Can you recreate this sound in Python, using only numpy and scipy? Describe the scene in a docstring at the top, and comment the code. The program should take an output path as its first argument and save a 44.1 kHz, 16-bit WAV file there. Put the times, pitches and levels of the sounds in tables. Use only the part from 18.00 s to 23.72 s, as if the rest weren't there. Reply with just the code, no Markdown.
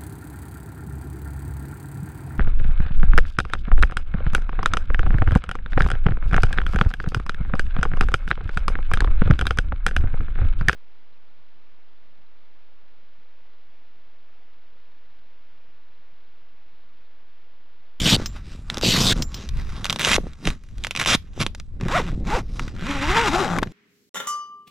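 """Vinyl roof-tent cover being opened

Hook-and-loop straps and flaps tear as random hook impulses; steel rings clink as sums of decaying modes.
A coarse zip runs in two short strokes and a long one: tooth ticks gate noise, and their rate sounds as a hum.
The vinyl cover drums and rustles as filtered random impulses and thumps as falling sine bursts.
Low-pitched noise is the wind buffeting two microphone ports; brief random echoes surround the nearer sounds."""
import sys
import numpy as np
from scipy import signal
from scipy.fft import rfft, irfft, next_fast_len
from scipy.io import wavfile
from scipy.ndimage import uniform_filter1d, map_coordinates

SR = 44100
rng = np.random.default_rng(int(sys.argv[2]) if len(sys.argv) > 2 else 0)


def transcribe(signal):
    """Save signal, clipped to [-1, 1], as a 16-bit WAV file at the path in sys.argv[1]."""
    frames = np.atleast_2d(signal).T
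    limited = np.clip(frames, -1, 1)
    pcm = np.round(limited * 32767).astype(np.int16)
    wavfile.write(sys.argv[1], SR, pcm)


N = 252340
T = np.arange(N) / SR  # time [s]

# tears of each fastening: (start [s], end [s], build-up [s], relative level [dB])
NARROW_TEARS = [(0.0, .156, .095, -18), (.815, 1.127, 0.036, -20)]
WIDE_TEARS = [(1.995, 2.165, .13, -17.5), (2.448, 2.494, 0.011, -30.5), (2.975, 3.031, 0.02, -27.5),
              (3.057, 3.153, 0.029, -17), (3.394, 3.428, 0.011, -24)]
TEAR_SWELL_DB, TEAR_STOP_DB_PER_S = 10, 2010  # rise during the build-up, then a steep fall after the end
# loudest single hooks letting go: (time [s], relative level [dB], pitch [Hz])
HOOK_SNAPS = [(.6994, -7, 4060), (.743, -15, 5340), (.7708, -8.5, 3780), (.7813, -12, 5230),
              (.8116, -12, 3210), (1.8434, -8, 3020), (1.8537, -6, 2780), (1.8642, -14, 2680),
              (1.8968, -2, 3600), (1.9032, -4.5, 2760), (1.9067, -10, 3580), (1.9265, -2.5, 3020),
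              (1.9596, -10, 3730), (1.9872, -19, 3430), (2.0012, -9.5, 2640), (2.0168, -5.5, 3450),
              (2.0474, -0.5, 2770), (2.4723, -3.5, 2140), (2.5022, -14.5, 4020), (2.8376, -9.5, 2770),
              (2.8463, -7, 2070), (2.8681, -10, 2720), (2.9085, -9.5, 2570), (2.9504, -11, 2520),
              (2.9616, -8.5, 2730), (2.9728, -9, 2530), (2.9986, -3, 2390), (3.014, -3.5, 2370),
              (3.026, -18, 2000), (3.0384, -13.5, 3460), (3.0479, -14, 2800), (3.0595, -2, 2570),
              (3.464, -4, 3600)]

# slider speed, one list per stroke: (time [s], speed [teeth/s])
SLIDER_SPEED = [
    [(3.8, 70), (3.88, 150), (3.92, 430), (3.95, 630), (3.97, 745), (3.985, 590), (4.03, 210), (4.15, 110)],
    [(4.243, 80), (4.28, 230), (4.31, 390), (4.365, 520), (4.385, 360), (4.42, 100)],
    [(4.74, 50), (4.82, 150), (4.89, 290), (5.0, 265), (5.07, 300), (5.135, 410), (5.2, 480), (5.265, 410),
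     (5.3, 270), (5.405, 415), (5.48, 180), (5.58, 165)],
]
# one row per stroke: (relative level at reference speed [dB], level drift by the end of the stroke [dB],
# hum offset [dB])
STROKE_LEVELS = [(-31.5, -2, 1.5), (-28.5, -3.5, 0.5), (-29, 6.5, -2.5)]
REFERENCE_SPEED = 400  # teeth/s
SPEED_LAW_DB = 22.5  # louder by this much at ten times the speed
SLIDE = .25  # smooth sliding added to the tooth ticks, whose nominal height is 1
# the slider passes to the left: (time [s], left minus right level [dB])
SLIDER_BALANCE = [(5.05, 0), (5.3, 2.5), (5.46, 4.5)]
# the slider catches and its tab knocks: (time [s], relative level [dB], pitch [Hz])
SLIDER_CATCHES = [(3.81, -18.5, 824), (3.883, -14, 785), (3.922, -14.5, 1060), (4.594, -10, 2060),
                  (4.679, -20.5, 750), (5.585, -6.5, 880), (5.618, -25.5, 888), (5.629, -4.5, 928),
                  (5.671, -30.5, 1030)]
# share of the scrape taken up by the loose cover: (time [s], relative level [dB])
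COVER_UPTAKE = [(3.8, -12), (4.4, 2.5), (4.85, -9), (5.1, -20.5), (5.35, 2), (5.58, 7)]

# strap rings touching: (time [s], relative level [dB])
RING_CLINKS = [(0.258, -12), (1.2207, -11), (1.3422, -19)]
# modes of the steel rings: (frequency [Hz], mean relative level [dB], 60 dB decay time [s])
STEEL_MODES = [(4270, 1, 0.028), (5130, 5.5, 0.045), (5710, 0.5, 0.057), (6340, 0.5, 0.045),
               (6560, -18, .072), (7360, -8, 0.077), (7270, -17, .25), (13390, -15, 0.07),
               (14760, -14.5, 0.081)]

# the cover jerks: (time [s], relative level [dB])
COVER_THUMPS = [(.164, -12), (0.198, -13.5), (0.775, -13.5), (.833, -5.5), (2.071, -8.5), (2.181, -3),
                (2.267, -19.5), (2.474, -6), (3.147, -3.5), (3.376, -18), (3.463, -12.5), (3.81, -20),
                (3.999, -11), (5.581, -8.5), (5.625, -5)]
# a hand tugs the cover and it drums: (middle [s], length [s], relative level [dB])
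HAND_TUGS = [(1.18, 0.085, -30), (2.23, 0.057, -34), (2.48, 0.021, -23), (3.44, .1, -36.5),
             (3.85, 0.058, -25), (4.15, 0.35, -29.5), (4.85, 0.24, -33.5), (5.58, 0.16, -27.5)]
# the sleeve brushes the vinyl: (middle [s], length [s], relative level [dB])
SLEEVE_BRUSHES = [(.21, 0.088, -40), (.365, 0.044, -45), (.53, 0.1, -47), (.76, 0.086, -42.5),
                  (1.19, 0.055, -36.5), (1.4, 0.11, -42.5), (1.585, 0.054, -44), (1.76, 0.13, -44),
                  (1.92, 0.094, -42), (2.26, 0.093, -52), (2.48, 0.072, -37.5), (2.85, 0.073, -52),
                  (2.99, 0.074, -47.5), (3.25, 0.084, -66.5), (3.41, 0.06, -37.5), (3.59, 0.028, -59),
                  (4.19, 0.066, -60), (4.62, .11, -43.5)]
RESTING_RUB_DB, RESTING_WANDER_DB = -63, 3  # the cover never lies quite still
# drumming offset for each kind of excitation
DRUM_BY_STRAP_DB, DRUM_BY_FLAP_DB, DRUM_BY_BRUSH_DB = 0.5, -9, 7
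# small dry ticks: (time [s], relative level [dB])
DRY_TICKS = [(1.166, -22), (1.4047, -37), (1.489, -17), (2.3327, -30), (2.6365, -33.5), (2.687, -40),
             (2.7811, -30), (3.333, -39), (3.548, -19), (3.5985, -20.5)]
TICK_HZ = 3840

# wind buffeting: (time [s], relative level [dB])
WIND_LEVEL = [(0.0, -26.5), (0.54, -36.5), (1.15, -26.5), (1.45, -40.5), (1.53, -20.5), (2.02, -43),
              (2.17, -24.5), (2.44, -49.5), (2.47, -22), (2.6, -45.5), (2.8, -33), (2.93, -46.5),
              (3.17, -28), (3.23, -41), (3.44, -29), (3.53, -37.5), (4.08, -26), (4.97, -34), (5.11, -21.5),
              (5.19, -38), (5.24, -30), (5.53, -37.5), (5.58, -26.5), (5.72, -43.5)]
# spans in which the nearly mono sound opens to stereo: (start [s], end [s])
STEREO_SPANS = [(1.46, 3.78), (4.68, 5.73)]

# source spectra: (frequency [Hz], relative density [dB per Hz])
NARROW_SPECTRUM = [(260, -38.5), (450, -3.5), (589, -13), (684, -6), (748, -12), (1560, -7.5), (1780, -10),
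                   (3090, -2.5), (3990, -4), (4560, -3.5), (7690, -11), (9630, -23), (12600, -22),
                   (15100, -34), (16000, -41.5)]
WIDE_SPECTRUM = [(180, -8.5), (300, -8), (713, -5.5), (787, -9.5), (994, -2), (1690, -5), (1810, -2.5),
                 (2400, -1.5), (3350, -1.5), (4750, -7.5), (5900, -7.5), (11300, -22.5), (12900, -35),
                 (16000, -54.5)]
RASP_SPECTRUM = [(290, -51.5), (500, -24.5), (562, -22), (855, -6.5), (919, -3), (1130, -3.5), (1690, -6),
                 (1840, -5), (2290, -6.5), (4470, -17.5), (7420, -24), (8960, -33), (12000, -39.5),
                 (14000, -51.5), (16000, -55)]
VINYL_SPECTRUM = [(350, -47), (600, -5.5), (1160, 1.5), (1460, -2), (2070, -3), (5250, -5.5),
                  (10000, -20.5), (13700, -31.5), (15000, -62)]
DRUM_SPECTRUM = [(50, -40.5), (100, 0), (160, 1), (300, -8), (450, -16), (800, -26), (2000, -68),
                 (6000, -120)]
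BUFFET_SPECTRUM = [(10, -1), (25, 3), (45, -3), (80, -6.5), (130, -18), (300, -42), (1000, -73.5),
                   (4000, -120)]
AIR_SPECTRUM = [(120, -27), (200, 24), (443, -23), (818, -19.5), (2850, -20.5), (4980, -42), (12300, -31),
                (15000, -52)]
# slider scrape as it sounds in the cover: (frequency [Hz], relative density [dB per Hz])
BODY_SPECTRUM = [(150, -24.5), (400, -23.5), (800, -3), (1200, -8.5), (2000, -14), (5000, -41),
                 (12000, -100)]
# stray sound that differs between the ports: (frequency [Hz], gain [dB])
SCATTER_GAIN = [(100, -20), (500, -11), (2000, -10.5), (5000, -9.5), (8000, -17), (12000, 1.5)]
# how well the cover radiates the hum: (frequency [Hz], gain [dB])
PANEL_GAIN = [(150, 7.5), (280, -1), (450, -2.5), (580, -4), (750, 1.5), (930, 8), (1200, 0), (2000, -2.5),
              (4000, -8)]
# softening of every click by the fabric: (frequency [Hz], gain [dB])
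FABRIC_DAMPING = [(100, -30), (500, 0), (7000, -1), (12000, -4), (16000, -19.5)]
TOP_HZ, CEILING = 16000, .75  # band limit, and the amplitude to which peaks are rounded


def amp(db):
    """Logarithmic level: decibels become an amplitude ratio."""
    return 10 ** (np.asarray(db) / 20)


def unit(x):
    """Power normalisation: scale to an rms of 1."""
    return x / np.sqrt(np.mean(x ** 2) + 1e-20)


def along(points, hz):
    """Logarithmic frequency scale: interpolate (frequency [Hz], value) points."""
    f, v = np.transpose(points)
    return np.interp(np.log(hz + 1), np.log(f + 1), v)


def level(rows):
    """Amplitude envelope: (time [s], level [dB]) rows become a gain, falling to -120 dB outside them."""
    db = np.interp(T, *np.transpose(rows), left=-120, right=-120)
    return uniform_filter1d(amp(db), size=90)


def wobble(rate):
    """Slow random modulation: a smooth curve through random knots, rate of them a second."""
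    return map_coordinates(rng.standard_normal(int(N * rate / SR) + 4), [T * rate])


def colour(x, spectrum):
    """Minimum-phase filtering: a causal response is found by folding the cepstrum of the spectrum."""
    m = 2 * next_fast_len(N // 2 + 8192)
    gain = amp(along(spectrum, np.fft.rfftfreq(m, 1 / SR)))
    cepstrum = irfft(np.log(gain + 1e-6))
    cepstrum[1:m // 2] *= 2
    cepstrum[m // 2 + 1:] = 0
    return irfft(rfft(x, m) * np.exp(rfft(cepstrum)), m)[..., :N]


def noise(spectrum):
    """Coloured noise: filtered Gaussian noise with an rms of 1."""
    return unit(colour(rng.standard_normal(N), spectrum))


def crackle(rate, spread_db):
    """Poisson-like shot noise: sparse impulses of uneven size, with power held level as the rate varies."""
    sizes = amp(spread_db * np.clip(rng.standard_normal(N), -2, 2))
    signed = sizes * rng.choice([-1, 1], N)
    return unit(signed * (rng.random(N) < rate / SR) / np.sqrt(rate))


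def shifting(x, depth_db, size, count):
    """Moving resonance: flexing fabric gives random gain patches, size bins wide and count frames long."""
    z = signal.stft(x, nperseg=256)[2]
    field = uniform_filter1d(rng.standard_normal(z.shape), size, 0)
    field = uniform_filter1d(field, count, 1)
    return unit(signal.istft(z * amp(depth_db * unit(field)), nperseg=256)[1][:N])


def add(track, s, sound):
    """Superposition: add a sound to the track at time s."""
    part = track[max(round(s * SR), 0):][:len(sound)]
    part += sound[:len(part)]


def place(x, lag, pan_db):
    """Interaural-style cues: the left port lags by some samples and is louder by pan_db."""
    turn = np.exp(-1j * np.pi * np.fft.rfftfreq(N) * lag)
    left, right = irfft(rfft(x) * np.array([turn, 1 / turn]), N)
    return np.array([left * amp(pan_db / 2), right * amp(-pan_db / 2)])


def swells(moves):
    """Gaussian envelopes: hand movements swell and fade evenly."""
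    return sum(amp(db) * np.exp(-2 * ((T - middle) / length) ** 2) for middle, length, db in moves)


def tearing(tears):
    """Peeling force: the pull on the hooks builds, holds and stops when the strip comes free."""
    pull = np.zeros(N)
    for start, end, build, db in tears:
        rise_db = TEAR_SWELL_DB * np.clip((T - start) / build - 1, -1, 0)
        fall_db = TEAR_STOP_DB_PER_S * np.maximum(T - end, 0)
        pull += (T >= start) * amp(db + rise_db - fall_db)
    return pull


def tear(tears, spectrum, hook_rate, spread_db, clump_db, fuzz, shift_db):
    """Stochastic fracture: hooks let go in clumps over a fuzz of loops, faster under a harder pull."""
    pull = tearing(tears)
    rate = hook_rate * np.clip(pull / pull.max(), .03, 1) ** 1.4
    hooks = crackle(rate, spread_db) + fuzz * rng.standard_normal(N)
    clumped = hooks * amp(clump_db * wobble(330))
    return pull * shifting(colour(clumped, spectrum), shift_db, size=4, count=16)


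def clicks(events, ring_t60, grit, tail_db, tail_t60, spectrum):
    """Impulsive excitation: each event gives a decaying sine with grit and a short noise rattle."""
    out, t = np.zeros(N), np.arange(SR // 20) / SR
    rough = noise(spectrum)
    for s, db, hz in events:
        rattle = rough[rng.integers(N - len(t)):][:len(t)]
        click = (np.sin(2 * np.pi * hz * t) + grit * rattle) * amp(-60 * t / ring_t60)
        click += rattle * amp(tail_db - 60 * t / tail_t60)
        # every onset falls about 1 ms after its listed time
        add(out, s + 0.001056, amp(db) * click / np.abs(click).max())
    return colour(out, FABRIC_DAMPING)


def straps(ring_hz=3750, width_hz=500, ring_db=-5):
    """Resonant fracture: two narrow straps rip straight ahead, and their taut webbing rings."""
    rip = tear(NARROW_TEARS, NARROW_SPECTRUM, hook_rate=4500, spread_db=3.0, clump_db=1.0,
               fuzz=0.27, shift_db=3.5)
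    ring = signal.lfilter(*signal.iirpeak(ring_hz, ring_hz / width_hz, SR), rip)
    return np.tile(amp(-1) * rip + amp(ring_db) * ring, (2, 1))


def cover_thumps():
    """Membrane relaxation: the pitch of each decaying sine sags as the panel goes slack."""
    thumps, t = np.zeros(N), np.arange(SR // 10) / SR
    for s, db in COVER_THUMPS:
        hz = (135 + 420 * np.exp(-t / 0.0025)) * amp(rng.normal(0, 1.6))
        thump = np.sin(2 * np.pi * np.cumsum(hz) / SR)
        add(thumps, s + 0.0013, amp(db - 5.5 - 60 * t / .021) * thump)  # onset 1.3 ms late
    return thumps


def cover():
    """Membrane and friction noise: the vinyl drums when shaken, thumps and hisses; small dry ticks fall among
    its sounds."""
    brushing = swells(SLEEVE_BRUSHES) + amp(RESTING_RUB_DB + RESTING_WANDER_DB * wobble(8.6))
    ripping = amp(DRUM_BY_STRAP_DB) * tearing(NARROW_TEARS) + amp(DRUM_BY_FLAP_DB) * tearing(WIDE_TEARS)
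    shaking = swells(HAND_TUGS) + ripping + amp(DRUM_BY_BRUSH_DB) * brushing
    drum = shaking * unit(colour(crackle(450, spread_db=5.5), DRUM_SPECTRUM))
    fibres = crackle(2500, spread_db=12.0) + 0.86 * rng.standard_normal(N)
    rub = brushing * shifting(colour(fibres, VINYL_SPECTRUM), depth_db=2.5, size=9, count=40)
    tick_events = [(s, db, TICK_HZ) for s, db in DRY_TICKS]
    ticks = amp(-1) * clicks(tick_events, ring_t60=0.0018, grit=0.76, tail_db=-11.5, tail_t60=.024,
                             spectrum=WIDE_SPECTRUM)
    return place(amp(-3) * drum + amp(-3) * rub + ticks + cover_thumps(), lag=0.91, pan_db=-.5)


def scatter(x, t60=.018, late_db=-18, late_t60=.17):
    """Diffuse reflection: car and cover return a brief echo, different at each port; ground adds a tail."""
    t = np.arange(SR // 6) / SR
    decay = amp(-60 * t / t60) + amp(late_db - 60 * t / late_t60)
    echo = rng.standard_normal((2, len(t))) * decay
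    reflected = signal.fftconvolve(x, echo / np.linalg.norm(echo[0]), axes=1)[:, :N]
    return colour(reflected, SCATTER_GAIN)


def wind():
    """Turbulent pressure: gusts buffet the ports, partly each on its own, over a faint outdoor hush."""
    own = np.array([noise(BUFFET_SPECTRUM), noise(BUFFET_SPECTRUM)])
    buffets = unit(noise(BUFFET_SPECTRUM) + 0.4 * own)
    return amp(2.0) * level(WIND_LEVEL) * buffets + amp(-59.5) * noise(AIR_SPECTRUM)


def rings():
    """Modal vibration: steel rings clatter, each contact striking the modes at new strengths."""
    out, t = np.zeros(N), np.arange(SR // 3) / SR
    for s, db in RING_CLINKS:
        ring = np.zeros(len(t))
        for hz, mode_db, t60 in STEEL_MODES:
            decay = amp(mode_db + rng.normal(0, 2.5) - 60 * t / t60)
            ring += decay * np.sin(2 * np.pi * hz * t + rng.uniform(0, 2 * np.pi))
        # a short noise burst at the contact
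        ring += 1.73 * noise(NARROW_SPECTRUM)[:len(t)] * amp(-60 * t / 0.028)
        add(out, s + 0.0013, amp(db - 2.5) * ring / np.abs(ring).max())  # onset 1.3 ms late
    return np.tile(out, (2, 1))


def flaps():
    """Progressive fracture: the wide flaps tear densely, and single hooks of strap and flaps snap."""
    rip = amp(-0.5) * tear(WIDE_TEARS, WIDE_SPECTRUM, hook_rate=3200, spread_db=3.5, clump_db=1.5,
                           fuzz=.28, shift_db=1.5)
    snaps = amp(-1) * clicks(HOOK_SNAPS, ring_t60=0.004, grit=0.63, tail_db=-20, tail_t60=0.045,
                             spectrum=WIDE_SPECTRUM)
    return place(rip + snaps, lag=0.72, pan_db=-1.1)


def slider_force():
    """Power law of speed: rasp and hum grow as the slider runs faster, with a level drift per stroke."""
    force, hum = np.zeros(N), np.zeros(N)
    for pull, (db, drift_by_end_db, hum_db) in zip(SLIDER_SPEED, STROKE_LEVELS):
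        s, speed = np.transpose(pull)
        speed_db = SPEED_LAW_DB * np.log10(speed / REFERENCE_SPEED)
        drift_db = drift_by_end_db * (s - s[0]) / (s[-1] - s[0])
        gain = level(np.column_stack([s, db + speed_db + drift_db]))
        force += gain
        hum += gain * amp(hum_db)
    return force, hum


def tooth_scrape(teeth, speed, tooth_db=-3.0, tick_s=0.0022):
    """Periodic impact: slow teeth are heard one by one, fast ones merge into a rasp."""
    heights = amp(tooth_db * rng.standard_normal(N))[teeth.astype(int)]
    ticks = heights * np.exp(-(teeth % 1) / speed / tick_s) + SLIDE
    scrape = ticks / np.sqrt(uniform_filter1d(ticks ** 2, size=1500)) * rng.standard_normal(N)
    # each tooth also strikes the slider with one sharp click
    strikes = np.diff(np.floor(teeth), prepend=0) * rng.standard_normal(N) / np.sqrt(speed)
    return scrape + 0.43 * unit(strikes)


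def tooth_hum(teeth, speed, slip=0.02, fall_db=6.0, flutter_db=3, count=6):
    """Harmonic radiation: the cover sounds the tooth rate as a gliding hum with overtones."""
    # uneven teeth blur the upper overtones, and the limp vinyl swallows them
    phase = 2 * np.pi * (teeth + slip * wobble(500))
    hum = np.zeros(N)
    for k in range(1, count + 1):
        gain_db = along(PANEL_GAIN, k * speed) - fall_db * (k - 1) + flutter_db * wobble(40)
        hum += amp(gain_db) * np.sin(k * phase)
    return np.sqrt(2) * hum


def zipper(jitter=.025):
    """Impact-driven radiation: teeth tick through the slider as rasp, hollow cover sound, drag and hum."""
    speed = np.interp(T, *np.concatenate(SLIDER_SPEED).T) * (1 + jitter * wobble(100))
    teeth = np.cumsum(speed) / SR  # running tooth count
    scrape = tooth_scrape(teeth, speed)
    rasp = shifting(colour(scrape, RASP_SPECTRUM), depth_db=1, size=3, count=20)
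    hollow = level(COVER_UPTAKE) * unit(colour(scrape, BODY_SPECTRUM))
    drag = amp(-7.5) * noise(DRUM_SPECTRUM)
    hum = tooth_hum(teeth, speed)
    catches = amp(-3) * clicks(SLIDER_CATCHES, ring_t60=0.011, grit=1.0, tail_db=3.5, tail_t60=0.025,
                               spectrum=RASP_SPECTRUM)
    force, hum_force = slider_force()
    running = force * (amp(0.9) * rasp + hollow + drag) + hum_force * hum
    unsteady = amp(2.2 * wobble(35)) * running
    return place(unsteady + catches, lag=0.31, pan_db=np.interp(T, *np.transpose(SLIDER_BALANCE)))


def scene():
    """Superposition of sources within arm's reach; those on the tent's side also glance off the car roof."""
    tent_side = flaps() + zipper() + cover()
    return straps() + rings() + tent_side + scatter(tent_side) + wind()


def narrowed(x, mono_db=-24, split_hz=11500, top_db=-1):
    """Mid-side width: outside the stereo spans the image is nearly mono save for its highest treble."""
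    mid, side = (x[0] + x[1]) / 2, (x[0] - x[1]) / 2
    spans = sum(1.0 * ((T > start) & (T < end)) for start, end in STEREO_SPANS)
    wide = uniform_filter1d(spans, size=900)
    top = irfft(rfft(mid) * (np.fft.rfftfreq(N, 1 / SR) > split_hz), N)
    side = wide * side + (1 - wide) * (amp(mono_db) * side - amp(top_db) * top)
    return np.array([mid + side, mid - side])


def record(dry):
    """Saturation and band limiting: the image narrows at times, high peaks round off, top treble is cut."""
    ports = narrowed(dry)
    rounded = ports / (1 + np.abs(ports / CEILING) ** 6) ** (1 / 6)
    return irfft(rfft(rounded) * (np.fft.rfftfreq(N, 1 / SR) < TOP_HZ), N)


dry = scene()
out = record(dry)
transcribe(out)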